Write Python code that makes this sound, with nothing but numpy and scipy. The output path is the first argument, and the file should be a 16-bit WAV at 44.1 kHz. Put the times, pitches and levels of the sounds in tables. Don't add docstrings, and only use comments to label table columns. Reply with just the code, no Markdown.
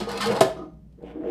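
import sys
import numpy as np
from scipy import signal
from scipy.fft import rfft, irfft
from scipy.io import wavfile

SR = 44100
rng = np.random.default_rng(int(sys.argv[2]) if len(sys.argv) > 2 else 0)


def int16_out(signal):
    q = np.round(np.clip(np.atleast_2d(signal).T, -1, 1) * 32767)
    wavfile.write(sys.argv[1], SR, q.astype(np.int16))


N = 57330

# (frequency [Hz], level [dB], T60 [s])
OVEN_MODES = [(194, 3.5, 0.068), (341, -2.5, 0.11), (378.8, -6, 0.21), (455, -1, 0.13), (547, -3, 0.13),
              (625, -19, 0.68), (639.7, 6, 0.098), (784.5, -5, 0.28), (924, -8, 0.14), (1017, -0.5, 0.069),
              (1219, -9.5, 0.074)]
# (frequency [Hz], level [dB], T60 [s])
WIRE_MODES = [(1256, 5, 0.21), (1524, -3, 0.2), (1755, 3, 0.15), (2146, -2.5, 0.16), (2480, 0, 0.047),
              (3358, 0.5, 0.034), (4170, 4.5, 0.07), (4266, 6.5, 0.039), (4980, 1.5, 0.12)]
# (frequency [Hz], level [dB])
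SHELL_SPECTRUM = [(80, -22.5), (120, 6.5), (180, 9.5), (320, 0.5), (620, 2.5), (850, 2.5), (1300, -11.5),
                  (5000, -43)]
SHELL_T60_S = 0.02


def amp(db):
    return 10 ** (np.asarray(db) / 20)


def unit(h):
    return h / np.sqrt(np.sum(h ** 2))


def through(x, h):
    return signal.fftconvolve(x, h)[:N]


def colour(x, points):
    hz, db = np.array(points).T
    f = np.maximum(np.fft.rfftfreq(N, 1 / SR), 1)
    log_gain = np.log(amp(np.interp(np.log(f), np.log(hz), db)))
    cepstrum = irfft(log_gain, N)
    response = np.exp(2 * rfft(cepstrum[:N // 2], N))
    return irfft(rfft(x) * response, N)


def noise(points):
    y = colour(rng.standard_normal(N), points)
    return y / y.std()


def fade(t60_s):
    return np.exp(-np.log(1000) * np.arange(N) / SR / max(t60_s, 1e-3))


def modes(mode_table):
    t = np.arange(N) / SR
    ring = np.zeros(N)
    for k, (hz, db, t60_s) in enumerate(mode_table):
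        ring += (-1) ** k * amp(db) * fade(t60_s) * np.sin(2 * np.pi * hz * t)
    return unit(ring)


def burst(points, t60_s):
    return unit(colour(rng.standard_normal(N) * fade(t60_s), points))


def push(at_s, db, contact_ms=0):
    x = np.zeros(N)
    x[int(max(at_s, 0) * SR)] = amp(db)
    pulse = np.hanning(int(abs(contact_ms) * SR / 1000) + 3)
    return through(x, pulse / pulse.sum())


def slips(curve, per_s, scatter_db, column):
    rows = np.array(curve).T
    gap = 2 * rng.random(N // 4)
    size = np.clip(rng.standard_normal(N // 4), -2, 2)
    sign = rng.choice([-1, 1], N // 4)
    at = (np.cumsum(gap) * SR / per_s).astype(int)
    inside = at < N
    x = np.zeros(N)
    x[at[inside]] = (amp(scatter_db * size) * sign)[inside]
    level_db = np.interp(np.arange(N) / SR, rows[0], rows[column], left=-np.inf, right=-np.inf)
    return x / x.std() * amp(level_db)


def sliding(count=11):
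    # (time [s], oven body level [dB], wire scrape level [dB])
    slide = [(0.0, -26.5, -35), (0.063, -41.5, -50), (0.082, -32.5, -40.5), (0.094, -33.5, -37),
             (0.15, -36, -40), (0.199, -34.5, -37), (0.206, -38.5, -28.5), (0.237, -36, -26),
             (0.263, -28.5, -35), (0.306, -27.5, -35.5), (0.322, -23, -33), (0.342, -32.5, -47),
             (0.35, -26, -34), (0.382, -29.5, -42), (0.396, -30, -37)]
    # (frequency [Hz], level [dB])
    mesh_spectrum = [(400, -9), (1100, 6), (2000, 1.5), (4400, -2), (6400, -11.5), (7800, -10),
                     (12000, -22), (15500, -39.5)]
    judders_per_s, scrapes_per_s = 600, 1100
    wire_spread = 0.03
    t, cavity, out = np.arange(N) / SR, modes(OVEN_MODES), 0
    passes_s, step_s = np.linspace(0, slide[-1][0], count, retstep=True)
    stretches = 1 + wire_spread * rng.uniform(-1, 1, count)
    for at_s, stretch in zip(passes_s, stretches):
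        touch = np.sqrt(np.clip(1 - np.abs(t - at_s) / step_s, 0, 1))
        body = unit(cavity + amp(7.5) * burst(SHELL_SPECTRUM, SHELL_T60_S))
        stretched = [(hz * stretch, db, t60_s) for hz, db, t60_s in WIRE_MODES]
        wire = unit(burst(mesh_spectrum, t60_s=0.032) + amp(-5) * modes(stretched))
        judder = slips(slide, judders_per_s, scatter_db=0 + 1.0, column=1)
        scrape = slips(slide, scrapes_per_s, scatter_db=0.0, column=2)
        out = out + through(touch * judder, body) + through(touch * scrape, wire)
    return out


def bang():
    # (time [s], body level [dB], crack level [dB], body contact [ms])
    blows = [(.312, 0.5, -10.5, .6), (.3215, 2, -12, 0.87), (0.4073, 12, 9.5, 0.29), (.4100, 18.5, 5, 0.93),
             (0.4175, 6.5, -2.5, 0.82)]
    # (frequency [Hz], level [dB])
    crack_spectrum = [(150, -10.5), (700, 8), (1400, 2.5), (2000, -2.5), (3000, -4), (5500, -8),
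                      (11000, -14), (15500, -28.5)]
    out = 0
    for at_s, body_db, crack_db, contact_ms in blows:
        body = modes(OVEN_MODES) + amp(-4) * burst(SHELL_SPECTRUM, SHELL_T60_S)
        crack = burst(crack_spectrum, t60_s=0.075) + amp(-12.5) * modes(WIRE_MODES)
        out = out + through(push(at_s, body_db, contact_ms), body) + through(push(at_s, crack_db), crack)
    return out


def catches():
    # (time [s], level [dB])
    ticks = [(.002, -14.5), (0.092, -17), (.115, -12), (0.175, -9), (0.2075, -9), (0.214, -6.5),
             (.232, -12), (0.258, -6.5), (.27, -8.5), (.364, -13), (0.574, -36), (0.734, -51), (.925, -49),
             (1.025, -43)]
    # (frequency [Hz], level [dB])
    tick_spectrum = [(500, -22.5), (1300, -3.5), (4500, 4), (6400, -6), (8000, -4), (12000, -12),
                     (15500, -24.5)]
    out = 0
    for at_s, db in ticks:
        ring = burst(tick_spectrum, t60_s=0.043) + amp(-17.0) * modes(WIRE_MODES)
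        out = out + through(push(at_s, db), ring)
    return out


def groans():
    # (start [s], length [s], pitch [Hz], level [dB])
    locked = [(0.0, 0.029, 350, -33), (0.068, 0.032, 471.8, -33), (0.123, 0.058, 468, -34),
              (0.162, 0.03, 2570, -42), (0.202, .035, 1051, -34.5), (0.257, 0.058, 459, -24.5),
              (0.24, 0.035, 821.4, -31.5), (0.362, 0.032, 830, -28), (1.024, 0.056, 287, -42),
              (1.152, 0.03, 307.2, -32), (1.184, 0.03, 311.4, -29.5), (1.22, 0.021, 317.5, -35),
              (1.253, 0.069, 458.2, -34.5), (1.27, 0.048, 350.7, -29), (1.253, 0.024, 3190, -63)]
    # (frequency [Hz], level [dB])
    waver_spectrum = [(60, 0), (160, -20), (400, -90)]
    wander, shake_db, edge_s = 0.017, 2, 0.007
    t, out = np.arange(N) / SR, 0
    for at_s, length_s, hz, db in locked:
        pitch_hz = hz * (1 + wander * noise(waver_spectrum))
        phase = 2 * np.pi * np.cumsum(pitch_hz) / SR
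        edge = np.clip(np.minimum(t - at_s, at_s + length_s - t) / edge_s, 0, 1)
        swell = np.sin(np.pi / 2 * edge) ** 2 * amp(shake_db * noise(waver_spectrum))
        out = out + np.sqrt(2) * amp(db) * swell * np.sin(phase)
    return out


def settling():
    # (time [s], body level [dB])
    settle = [(.562, -37.5), (.58, -35.5), (.615, -36.5), (.655, -41.5), (.675, -54.5)]
    # (frequency [Hz], level [dB])
    shift_spectrum = [(100, -11.5), (290, 10), (500, -3.5), (1200, -7.5), (1900, -30.5), (5500, -37.5),
                      (12000, -61)]
    # (frequency [Hz], level [dB], T60 [s])
    thin_wire_modes = [(6135, 12, 0.42), (8700, 7, .3)]
    shift = slips(settle, per_s=670, scatter_db=-2.0, column=1)
    body = amp(-7.5) * modes(OVEN_MODES) + burst(shift_spectrum, t60_s=0.045)
    return through(shift, body + amp(-37.5) * modes(thin_wire_modes))


def table_drag():
    # (time [s], table top level [dB], mesh rasp level [dB])
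    drag = [(.975, -61.5, -95), (1.02, -44.5, -72.5), (1.05, -53.5, -53.5), (1.075, -49, -51.5),
            (1.11, -56, -48.5), (1.14, -43.5, -65.5), (1.19, -41, -67), (1.235, -36, -59),
            (1.265, -34, -53), (1.3, -39, -45.5)]
    # (time [s], level [dB], contact [ms])
    bumps = [(.979, -15, 2.1), (1.011, -19, 1.2), (1.032, -6.5, 1.1), (1.043, -17.5, 1.2),
             (1.106, -17, 0.47), (1.242, -16.5, 1.5), (1.254, -4.5, 0.8)]
    # (frequency [Hz], level [dB], T60 [s])
    table_modes = [(190, 2, 0.054), (319, 14.5, 0.093), (376.5, 10.5, 0.09), (467, 15.5, 0.069),
                   (514, 8, 0.12), (595, 13, 0.074), (653, 6.5, 0.07), (756, 5.5, 0.08), (1720, 12, 0.0027)]
    # (frequency [Hz], level [dB])
    rasp_spectrum = [(300, 1), (750, 13.5), (1100, 0.5), (1900, -2), (2400, 0.5), (3500, -5.5),
                     (4000, -16.5), (15000, -36.5)]
    force = sum(push(*row) for row in bumps) + slips(drag, per_s=900, scatter_db=6.0, column=1)
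    rasp = slips(drag, per_s=2200, scatter_db=4.5, column=2)
    rasp_response = unit(colour(push(0, 0), rasp_spectrum))
    return through(force, modes(table_modes)) + through(rasp, rasp_response)


def kitchen(x):
    # (frequency [Hz], T60 [s])
    room_t60 = [(300, 0.36), (3000, 0.37), (8000, 0.26), (15000, 0.22)]
    tail_db, gap_s = -6.5, 0.0021
    hz, t60_s = np.array(room_t60).T
    log_f = np.log(np.maximum(np.fft.rfftfreq(N, 1 / SR), 1))
    white = rfft(rng.standard_normal(N))
    tail = np.zeros(N)
    for band, band_t60_s in zip(np.eye(len(hz)), t60_s):
        weight = np.interp(log_f, np.log(hz), band)
        tail += irfft(white * weight, N) * fade(band_t60_s)
    tail = unit(tail * (np.arange(N) > gap_s * SR))
    return (x + amp(tail_db) * through(x, tail)) / np.hypot(1, amp(tail_db))


def mains_hum():
    hum_hz, rms_db = 59.5, -52.5
    return np.sqrt(2) * amp(rms_db) * np.sin(2 * np.pi * hum_hz * np.arange(N) / SR)


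def noise_floor():
    # (frequency [Hz], level [dB])
    floor_spectrum = [(20, -19), (55, 1), (90, -9), (175, 5.5), (250, -12.5), (600, -25), (1200, -40.5),
                      (15000, -55.5)]
    return amp(-49.5) * noise(floor_spectrum)


def scene():
    racks = sliding() + bang() + catches() + groans() + settling() + table_drag()
    radiation = signal.butter(4, 130, "high", fs=SR, output="sos")
    racks = signal.sosfilt(radiation, racks)
    return (kitchen(racks) + mains_hum() + noise_floor())[None]


def record(dry):
    top_cut = signal.ellip(8, 0.2, 70, 15300, fs=SR, output="sos")
    return signal.sosfilt(top_cut, np.clip(dry, -1, 1))


dry = scene()
out = record(dry)
int16_out(out)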